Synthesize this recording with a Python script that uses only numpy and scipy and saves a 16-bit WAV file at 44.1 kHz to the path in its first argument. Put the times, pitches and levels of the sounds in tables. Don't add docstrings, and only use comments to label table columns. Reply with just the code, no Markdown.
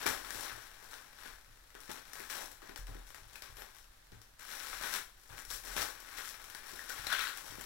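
import sys
import numpy as np
from scipy import signal
from scipy.fft import rfft, irfft, next_fast_len
from scipy.io import wavfile
from scipy.ndimage import uniform_filter1d

SR = 44100
rng = np.random.default_rng(int(sys.argv[2]) if len(sys.argv) > 2 else 0)


def digitize_waveform(pressure):
    field = np.atleast_2d(pressure).T
    bounded = np.clip(field, -1, 1)
    quanta = np.round(bounded * 32767).astype(np.int16)
    wavfile.write(sys.argv[1], SR, quanta)


N = 337374
TIME = np.arange(N) / SR
SIZE = next_fast_len(N + SR)
FREQ = np.maximum(np.arange(SIZE // 2 + 1) * SR / SIZE, 1)


def undb(db):
    return 10 ** (np.asarray(db) / 20)


def curves(table):
    times, *columns = np.transpose(table)
    return [np.interp(TIME, times, column) for column in columns]


def spectra(table):
    hz, *columns = np.transpose(table)
    return [np.interp(np.log(FREQ), np.log(hz), column) for column in columns]


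def colour(x, gain):
    level = np.sqrt(np.mean(gain ** 2))
    cepstrum = irfft(np.log(gain / level + 1e-6), SIZE)
    cepstrum[1:SIZE // 2] *= 2
    cepstrum[SIZE // 2 + 1:] = 0
    response = np.exp(rfft(cepstrum))
    return irfft(rfft(x, SIZE) * response, SIZE)[..., :N]


def impulses(times, sizes):
    samples = np.clip(np.asarray(times) * SR, 0, N - 1).astype(int)
    return np.bincount(samples, sizes, N)


def fade(x, seconds):
    return signal.lfilter([1], [1, -np.exp(-1 / (seconds * SR))], x + 1e-24)


def ring(x, hz, t60):
    pole = np.exp((2j * np.pi * hz - np.log(1000) / t60) / SR)
    return signal.lfilter([1], [1, -pole], x + 1e-18).imag


def walk(rate):
    hold = int(SR / rate)
    levels = np.repeat(rng.standard_normal(N // hold + 1), hold)
    return 0.7148 * uniform_filter1d(levels, hold)[:N]


def quiet(level_db=-61.0, shared_hz=250):
    # [f/Hz, relative level/dB]
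    room_tone = [(15, 28), (40, 26), (60, 16.5), (110, 12.5), (170, 3.5), (400, 2), (1000, 4), (1500, 5.5),
                 (2500, -0.5), (4000, 1.5), (7000, -3), (16000, -6)]
    common, *own = rfft(rng.standard_normal((3, N)), SIZE)
    shared = 1 / (1 + (FREQ / shared_hz) ** 2)
    mixed = np.sqrt(shared) * common + np.sqrt(1 - shared) * np.array(own)
    noise = irfft(mixed, SIZE)[:, :N]
    return undb(level_db) * colour(noise, undb(spectra(room_tone)[0]))


def handling(contact_body_db=-7, contact_treble_db=-0.3):
    # [t/s, level/dB]
    contact = [(0, -53.5), (.6, -57.5), (.8, -62.5), (1.35, -64), (1.5, -68), (1.74, -69), (2.05, -61.5),
               (2.6, -68), (3.6, -66), (3.95, -72), (4.35, -76.5), (5.25, -72), (5.95, -59.5), (6.6, -58),
               (7.65, -56.5)]
    # [t/s, attack/s, hold/s, release to fall 20 dB/s,
    # level/dB, body relative to it/dB, treble relative to it/dB]
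    strokes = [(0.0, 0.001566, .012, .12, -44, -5.5, -3.5), (0.056, .005, .01, .06, -36.5, -6, -3),
               (0.09, .01, .02, .2, -47, -2, 0), (0.235, 0.0092, 0.01754, 0.3263, -57, -12, 2),
               (0.285, .06, .085, 0.0883, -52, -3, 6), (0.432, 0.03021, 0.01697, 0.1843, -48.5, -7, -5.5),
               (0.787, 0.01704, 0.05087, 0.2629, -60.5, -6, -0.5),
               (0.875, 0.02201, 0.04444, 0.1506, -56.5, -6, 0.5), (1.124, .11, .05, .08, -54, -9.5, -3),
               (1.742, 0.00493, 0.00968, 0.1307, -62, -2.5, -3.5), (1.799, .01, 0.0488, 0.4186, -61, -8, 2),
               (1.878, .022, 0.02355, .2, -52.5, -5, -2), (2.129, 0.0197, 0.1526, 0.1374, -56.5, -6.5, 2),
               (2.29, 0.00757, 0.04135, .08, -48.5, -8, 2), (2.343, 0.0092, .03, .15, -47.5, -2.5, 2),
               (2.609, 0.01958, 0.0731, 0.1638, -60.5, -2, -3.5),
               (2.761, 0.00961, 0.00486, 0.0254, -60, -6, 3),
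               (2.865, 0.01223, 0.08603, .09, -61.5, 1.5, -2),
               (3.058, 0.01006, 0.0243, 0.0021, -63.5, -5.5, 6.5),
               (3.139, 0.00564, 0.0397, 0.1785, -62, -5, -2), (3.272, .035, .04, .04, -61.5, -5, 2),
               (3.423, 0.00517, .025, .13, -58.5, -6, -1), (3.548, 0.0291, 0.0477, 0.0916, -57, -4.5, -2),
               (3.726, 0.0245, 0.03186, 0.1076, -65, -7.5, 4),
               (4.108, 0.0098, 0.03487, 0.2264, -68.5, -4, -4),
               (4.384, 0.01262, 0.02033, 0.3954, -55, -11, 0.5),
               (4.44, 0.0595, 0.26635, 0.2248, -50.5, -9.5, 1.5),
               (4.79, 0.02428, .08, 0.1183, -46.5, -10.5, 0.5), (4.885, 0.04699, .03, .055, -43, -9.5, 1),
               (5.15, .05, .12, .1, -72.5, -7, 10), (5.285, .015, 0.04964, .1, -56.5, -3.5, -2),
               (5.36, 0.01432, 0.00994, .12, -53, -7.5, 3), (5.478, .02, .032, .1, -49.5, -6, 8.5),
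               (5.605, .06, .09, 0.1191, -52, -6, 3), (5.759, 0.00537, .05, .115, -40.3, -6, 0.5),
               (6.007, 0.06437, .11, 0.2224, -55, -9.5, -0.5),
               (6.15, 0.02435, .04, 0.1702, -51.5, -16, 1.5), (6.243, 0.01214, .035, .05, -54, -10.5, 8),
               (6.487, 0.0266, 0.0283, 0.396, -58, -9, -4.5), (6.62, 0.08543, .08, 0.5293, -55, -8, 2),
               (6.88, 0.00912, 0.01517, 0.2675, -49, -12.5, -1),
               (6.946, 0.02854, 0.0729, 0.1319, -50, -13, -2),
               (7.059, 0.06966, 0.01993, 0.0784, -38.5, -22, -7),
               (7.177, 0.01135, 0.08241, 0.1096, -42.5, -19, -4), (7.33, .03, .1, .32, -57, -3.5, 5),
               (7.565, 0.01202, 0.071, 1.1473, -62, 1, 0)]
    contact_gains = undb([0, contact_body_db, contact_treble_db])
    power = np.outer(contact_gains, undb(curves(contact)[0])) ** 2
    for start, attack, hold, release, db, body_db, treble_db in strokes:
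        span = slice(max(int(start * SR), 0), int((start + 1) * SR))
        t = TIME[span] - start
        swell = np.clip(t / attack, 0, 1)
        effort = swell * undb(-20 * np.maximum(t - attack - hold, 0) / release)
        power[:, span] += np.outer(undb([db, db + body_db, db + treble_db]), effort) ** 2
    return 10 * np.log10(power)


def crinkle(busy_rate=330, busy_db=-50, scatter_db=1.5, own_db=2.0, clump_db=1.5, shift_db=0.7233,
            presence_share=.36, grain_s=.00055, rub_share=.28):
    level_db, body_db, treble_db = handling()
    rate = busy_rate * undb(.5 * (level_db - busy_db))
    buckles = rng.random(N) < rate / SR
    energy = buckles * undb(scatter_db * np.minimum(rng.standard_exponential(N), 3.5)) ** 2
    clumps_db = clump_db * walk(50)
    presence_db = level_db + presence_share * (treble_db - level_db)
    powers = []
    for db in [body_db + 1.6483, level_db + 0.6367, presence_db - 3.0, treble_db + 0.7695]:
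        own_energy = energy * undb(own_db * rng.standard_normal(N)) ** 2
        grains = fade(own_energy, grain_s)
        usual = uniform_filter1d(grains, size=3500) + 0.06465 * grains.mean()
        db = db + clumps_db + shift_db * walk(35)
        powers.append(undb(db) ** 2 * (rub_share + (1 - rub_share) * grains / usual))
    return np.array(powers)


def foil(count=5):
    # [f/Hz, relative level/dB]
    foil_colour = [(100, -16), (200, -11), (300, -3.5), (700, -4.5), (1100, 1), (2200, 0), (2800, -3.5),
                   (5000, -7.5), (8500, -6), (13000, -4), (16000, -3.5)]
    # [f/Hz, width/Hz, boost/dB]
    port_resonances = [(1601.6, 544.2, 7), (3821.1, 2363.2, 11), (5688.6, 991.5, 10.5), (7467.9, 1029.7, 8),
                       (9668.9, 1357, 8), (11663, 628.8, 6.5), (13811, 1185, 3)]
    # [low f/Hz, high f/Hz]
    band_edges = [(60, 980), (980, 2500), (2500, 5000), (5000, 19000)]
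    colour_db = spectra(foil_colour)[0]
    for hz, width, db in port_resonances:
        colour_db = colour_db + db / (1 + (2 * (FREQ - hz) / width) ** 2)
    out = 0
    for power, (low, high) in zip(crinkle() + snaps(), band_edges):
        band = 1 / np.sqrt((1 + (low / FREQ) ** 12) * (1 + (FREQ / high) ** 12))
        bursts = np.sqrt(np.abs(power) / count) * rng.standard_normal((count, N))
        out = out + colour(bursts, undb(colour_db) * band)
    return out


def body(boom_db=-1, focus_db=7):
    # [t/s, relative level/dB, f it booms around/Hz]
    bumps = [(0.057, -35, 275.8), (0.345, -47.5, 260.8), (1.255, -52.5, 279.6), (1.748, -50.5, 479.3),
             (1.893, -45.5, 275.2), (2.197, -50.5, 380.5), (2.628, -55, 307), (2.691, -47.5, 293),
             (2.884, -52.5, 274.9), (2.948, -43.5, 151), (4.117, -49, 151.2), (5.762, -41, 448),
             (6.73, -49, 285.1), (7.52, -51, 215), (7.584, -49.5, 268.5)]
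    # [f/Hz, relative level/dB, t60/s]
    body_modes = [(185.65, -9.5, 0.16025), (221.09, -9.5, 0.1359), (266.06, 0.5, 0.08736),
                  (333.84, 4, 0.06756), (394.16, -0.5, 0.12715), (464.13, 2.5, 0.1052),
                  (553.8, -9.5, 0.0598)]
    times, db, centre_hz = np.transpose(bumps)
    signs = np.sign(rng.standard_normal((len(times), len(body_modes)))).T
    out = 0
    for sign, (hz, mode_db, t60) in zip(signs, body_modes):
        off_pitch_db = focus_db * np.abs(np.log2(hz / centre_hz))
        sizes = sign * undb(db + boom_db + mode_db - off_pitch_db)
        out = out + ring(impulses(times, sizes), hz, t60)
    return out


def dent(hz, db, swell_s):
    t = TIME[:SR // 40]
    swell = t / swell_s * np.exp(1 - t / swell_s)
    return undb(db) * swell * np.sin(2 * np.pi * hz * t)


def pops(swell_s=0.0011, pop_db=-5.5, small_s=.0004, small_db=-30, spread_db=8,
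         low_hz=2600, high_hz=4400, count=24):
    # [t/s, f/Hz, relative level/dB]
    large_dents = [(0.063, 2350, -22), (0.069, 1750, -23), (3.355, 2491, -33), (3.422, 5000, -36),
                   (6.55, 1627, -30), (6.792, 1784, -26), (6.902, 1495, -28.5), (7.068, 4030, -20.5),
                   (7.102, 1459, -22), (7.118, 1515, -19), (7.1222, 1548, -16.5), (7.1275, 3471, -19),
                   (7.136, 1478, -17.5), (7.149, 1506, -22.5), (7.184, 3434, -23), (7.19, 1473, -23),
                   (7.203, 2547, -24.5), (7.211, 3754, -22), (7.227, 1437, -24.5), (7.27, 1457, -22.5)]
    # [from t/s, to t/s]
    hug_start, hug_end = (7.11, 7.29)
    sounds = [(start, dent(hz, db + pop_db, swell_s)) for start, hz, db in large_dents]
    for when, pitch, size in rng.random((count, 3)):
        start = hug_start + when * (hug_end - hug_start)
        hz = low_hz * (high_hz / low_hz) ** pitch
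        sounds.append((start, dent(hz, small_db + spread_db * (size - .5), small_s)))
    out = np.zeros(N + SR)
    for start, sound in sounds:
        first = int(start * SR)
        out[first:first + len(sound)] += sound
    return out[:N]


def snaps(settle_s=0.007683, settle_db=-21, body_db=1, middle_db=8.2, presence_db=8, treble_db=14.6,
          rise_s=.0002, snap_s=.0008):
    # [t/s, relative level/dB, treble relative to it/dB]
    creases = [(0.0641, -31, -5.5), (0.0885, -46, 5), (0.2467, -45.5, -11), (0.3054, -44.5, -2),
               (1.259, -56, -5), (1.7509, -49, -12), (1.8037, -62.5, 5.5), (1.8968, -49, -11.5),
               (1.915, -56.5, 10), (2.133, -48, -1.5), (2.154, -48, -8), (2.2024, -47, -10.5),
               (2.2993, -45, -4), (2.458, -65, 13), (2.5163, -60, 7), (2.6188, -50.5, -12),
               (2.6928, -48.5, -12.5), (2.7596, -42.5, -9), (2.7757, -59, 7.5), (2.869, -56.5, -0.5),
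               (3.1036, -53.5, -5), (3.1453, -47, -8), (3.3566, -49.5, -3), (3.4212, -45, -7.5),
               (3.569, -51.5, -5), (3.6199, -47.5, -9), (4.119, -55, -12), (4.216, -61.5, 2),
               (4.396, -54.5, -5), (4.7301, -39, -19.5), (4.811, -40, -15.5), (4.8355, -33.5, -15),
               (4.9386, -37.5, -3.5), (5.4507, -54, 1), (5.7655, -36.5, -8.5), (5.8189, -39, -2),
               (6.0022, -59, 5), (6.184, -42, -12), (6.3423, -52, -7.5), (6.4414, -52, -2),
               (6.4995, -55, 2.5), (6.5485, -46.5, -4.5), (6.8966, -42.5, -4), (7.0689, -37, -6.5),
               (7.1264, -33, -9), (7.1917, -44, -2.5), (7.373, -51.5, 3.5), (7.5085, -47, -7),
               (7.6108, -46.5, -1.5)]
    times, level_db, bright_db = np.transpose(creases)
    powers = []
    for db in [body_db, middle_db, presence_db + bright_db / 2, treble_db + bright_db]:
        hits = impulses(times, undb(level_db + db) ** 2)
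        flips = fade(hits, rise_s) / (rise_s * SR)
        settling = undb(settle_db) ** 2 * fade(flips, settle_s)
        powers.append(fade(flips, snap_s) + settling)
    return np.array(powers)


def steps(thud_db=5.5, roll_s=0.022212, count=4):
    # [t/s, relative level/dB, hardness/dB per octave]
    footfalls = [(0.075, -58.5, 7), (0.35, -59, 3.5), (0.525, -63, 6), (1.279, -60.5, -6.5),
                 (1.476, -74.5, 10.5), (2.786, -46.5, -4.5), (2.891, -52.5, 4), (3.222, -60, 2),
                 (3.5, -58, 0.5), (4.125, -62.5, 8), (4.738, -61.5, -18.5), (5.306, -64.5, 10),
                 (5.48, -57.5, -0.5), (5.68, -53, -13.5), (5.764, -48.5, -0.5), (6.994, -60.5, 8),
                 (7.498, -64.5, 8)]
    # [f/Hz, relative level/dB, t60/s]
    floor_modes = [(40.298, -2.5, 0.6983), (78.39, -5.5, 0.2304), (106.43, -5.5, 0.2574),
                   (139.14, -13, 0.1331)]
    times, db, hard_db = np.transpose(footfalls)
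    chance = rng.random((len(times), count))
    delays = roll_s * (np.arange(count) + (chance - .5) / 2)
    push_times = (times[:, None] + delays).ravel()
    push_sizes = np.exp(-np.arange(count) / 2)
    out = 0
    for hz, mode_db, t60 in floor_modes:
        octaves = np.log2(hz / floor_modes[0][0])
        sizes = np.outer(undb(db + thud_db + mode_db + hard_db * octaves), push_sizes)
        out = out + ring(impulses(push_times, sizes.ravel()), hz, t60)
    sole = np.hanning(SR // 200)
    return signal.fftconvolve(out, sole / sole.sum())[:N]


def squeak():
    # [t/s, base f/Hz, level/dB]
    slip = [(3.55, 2250, -66), (3.575, 2280, -59), (3.6, 2320, -54), (3.625, 2285, -57), (3.645, 2200, -68)]
    # [multiple of the base f, relative level/dB]
    partials = [(4.04, -9), (5, 0), (5.89, -3)]
    hz, db = curves(slip)
    wavering_hz = hz * (1 + .002 * walk(400))
    phase = 2 * np.pi * np.cumsum(wavering_hz) / SR
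    sounding = (TIME > slip[0][0]) & (TIME < slip[-1][0])
    return sounding * sum(undb(db + partial_db) * np.sin(k * phase) for k, partial_db in partials)


def room(x, wet_db=0.1169, t60_low=0.32112, t60_high=0.31206, build_s=0.00222, shadow_db=-5):
    t = TIME[:SR // 2]
    noise = rng.standard_normal((2, len(t)))
    low = signal.sosfilt(signal.butter(1, 4000, fs=SR, output="sos"), noise)
    low_tail = low * np.exp(-np.log(1000) * t / t60_low)
    high_tail = (noise - low) * np.exp(-np.log(1000) * t / t60_high)
    echoes = low_tail + high_tail
    echoes *= 1 - np.exp(-(t / build_s) ** 2)
    echoes *= undb(wet_db) / np.linalg.norm(echoes, axis=1, keepdims=True)
    echoes[[0, 1], [0, rng.integers(0, 20)]] += [1, undb(shadow_db)]
    echoes[1] *= np.linalg.norm(echoes[0]) / np.linalg.norm(echoes[1])
    return signal.oaconvolve(x[None], echoes, axes=1)[:, :N]


def microphones(pair):
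    # [f/Hz, relative level/dB, phase lead/rad, coherence 0-1]
    right_port = [(40, -3.5, .5, .95), (150, -5, 1.4, .95), (430, -5.3, 2.2, .995), (800, -8, 1.7, .97),
                  (1300, -11, 0, .83), (1800, -11.8, .3, .62), (2550, -19, 0, .15), (3700, -11.3, 0, .15),
                  (4400, -16.5, 0, .1), (5500, -25, 0, 0), (9000, -28, 0, 0), (16000, -26, 0, 0)]
    db, lead, likeness = spectra(right_port)
    likeness = np.clip(likeness, 0, 1)
    left, other = rfft(pair, SIZE)
    mixed = likeness * left + np.sqrt(1 - likeness ** 2) * other
    right = mixed * undb(db) * np.exp(1j * lead)
    return np.array([pair[0], irfft(right, SIZE)[:N]])


def scene():
    skin = sum(room(spot) for spot in foil())
    ringing = room(pops() + body() + squeak(), wet_db=-2.5)
    return microphones(skin + ringing + steps()) + quiet()


def record(dry, top_hz=15850):
    return signal.sosfilt(signal.ellip(12, .1, 80, top_hz, fs=SR, output="sos"), dry)


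dry = scene()
out = record(dry)
digitize_waveform(out)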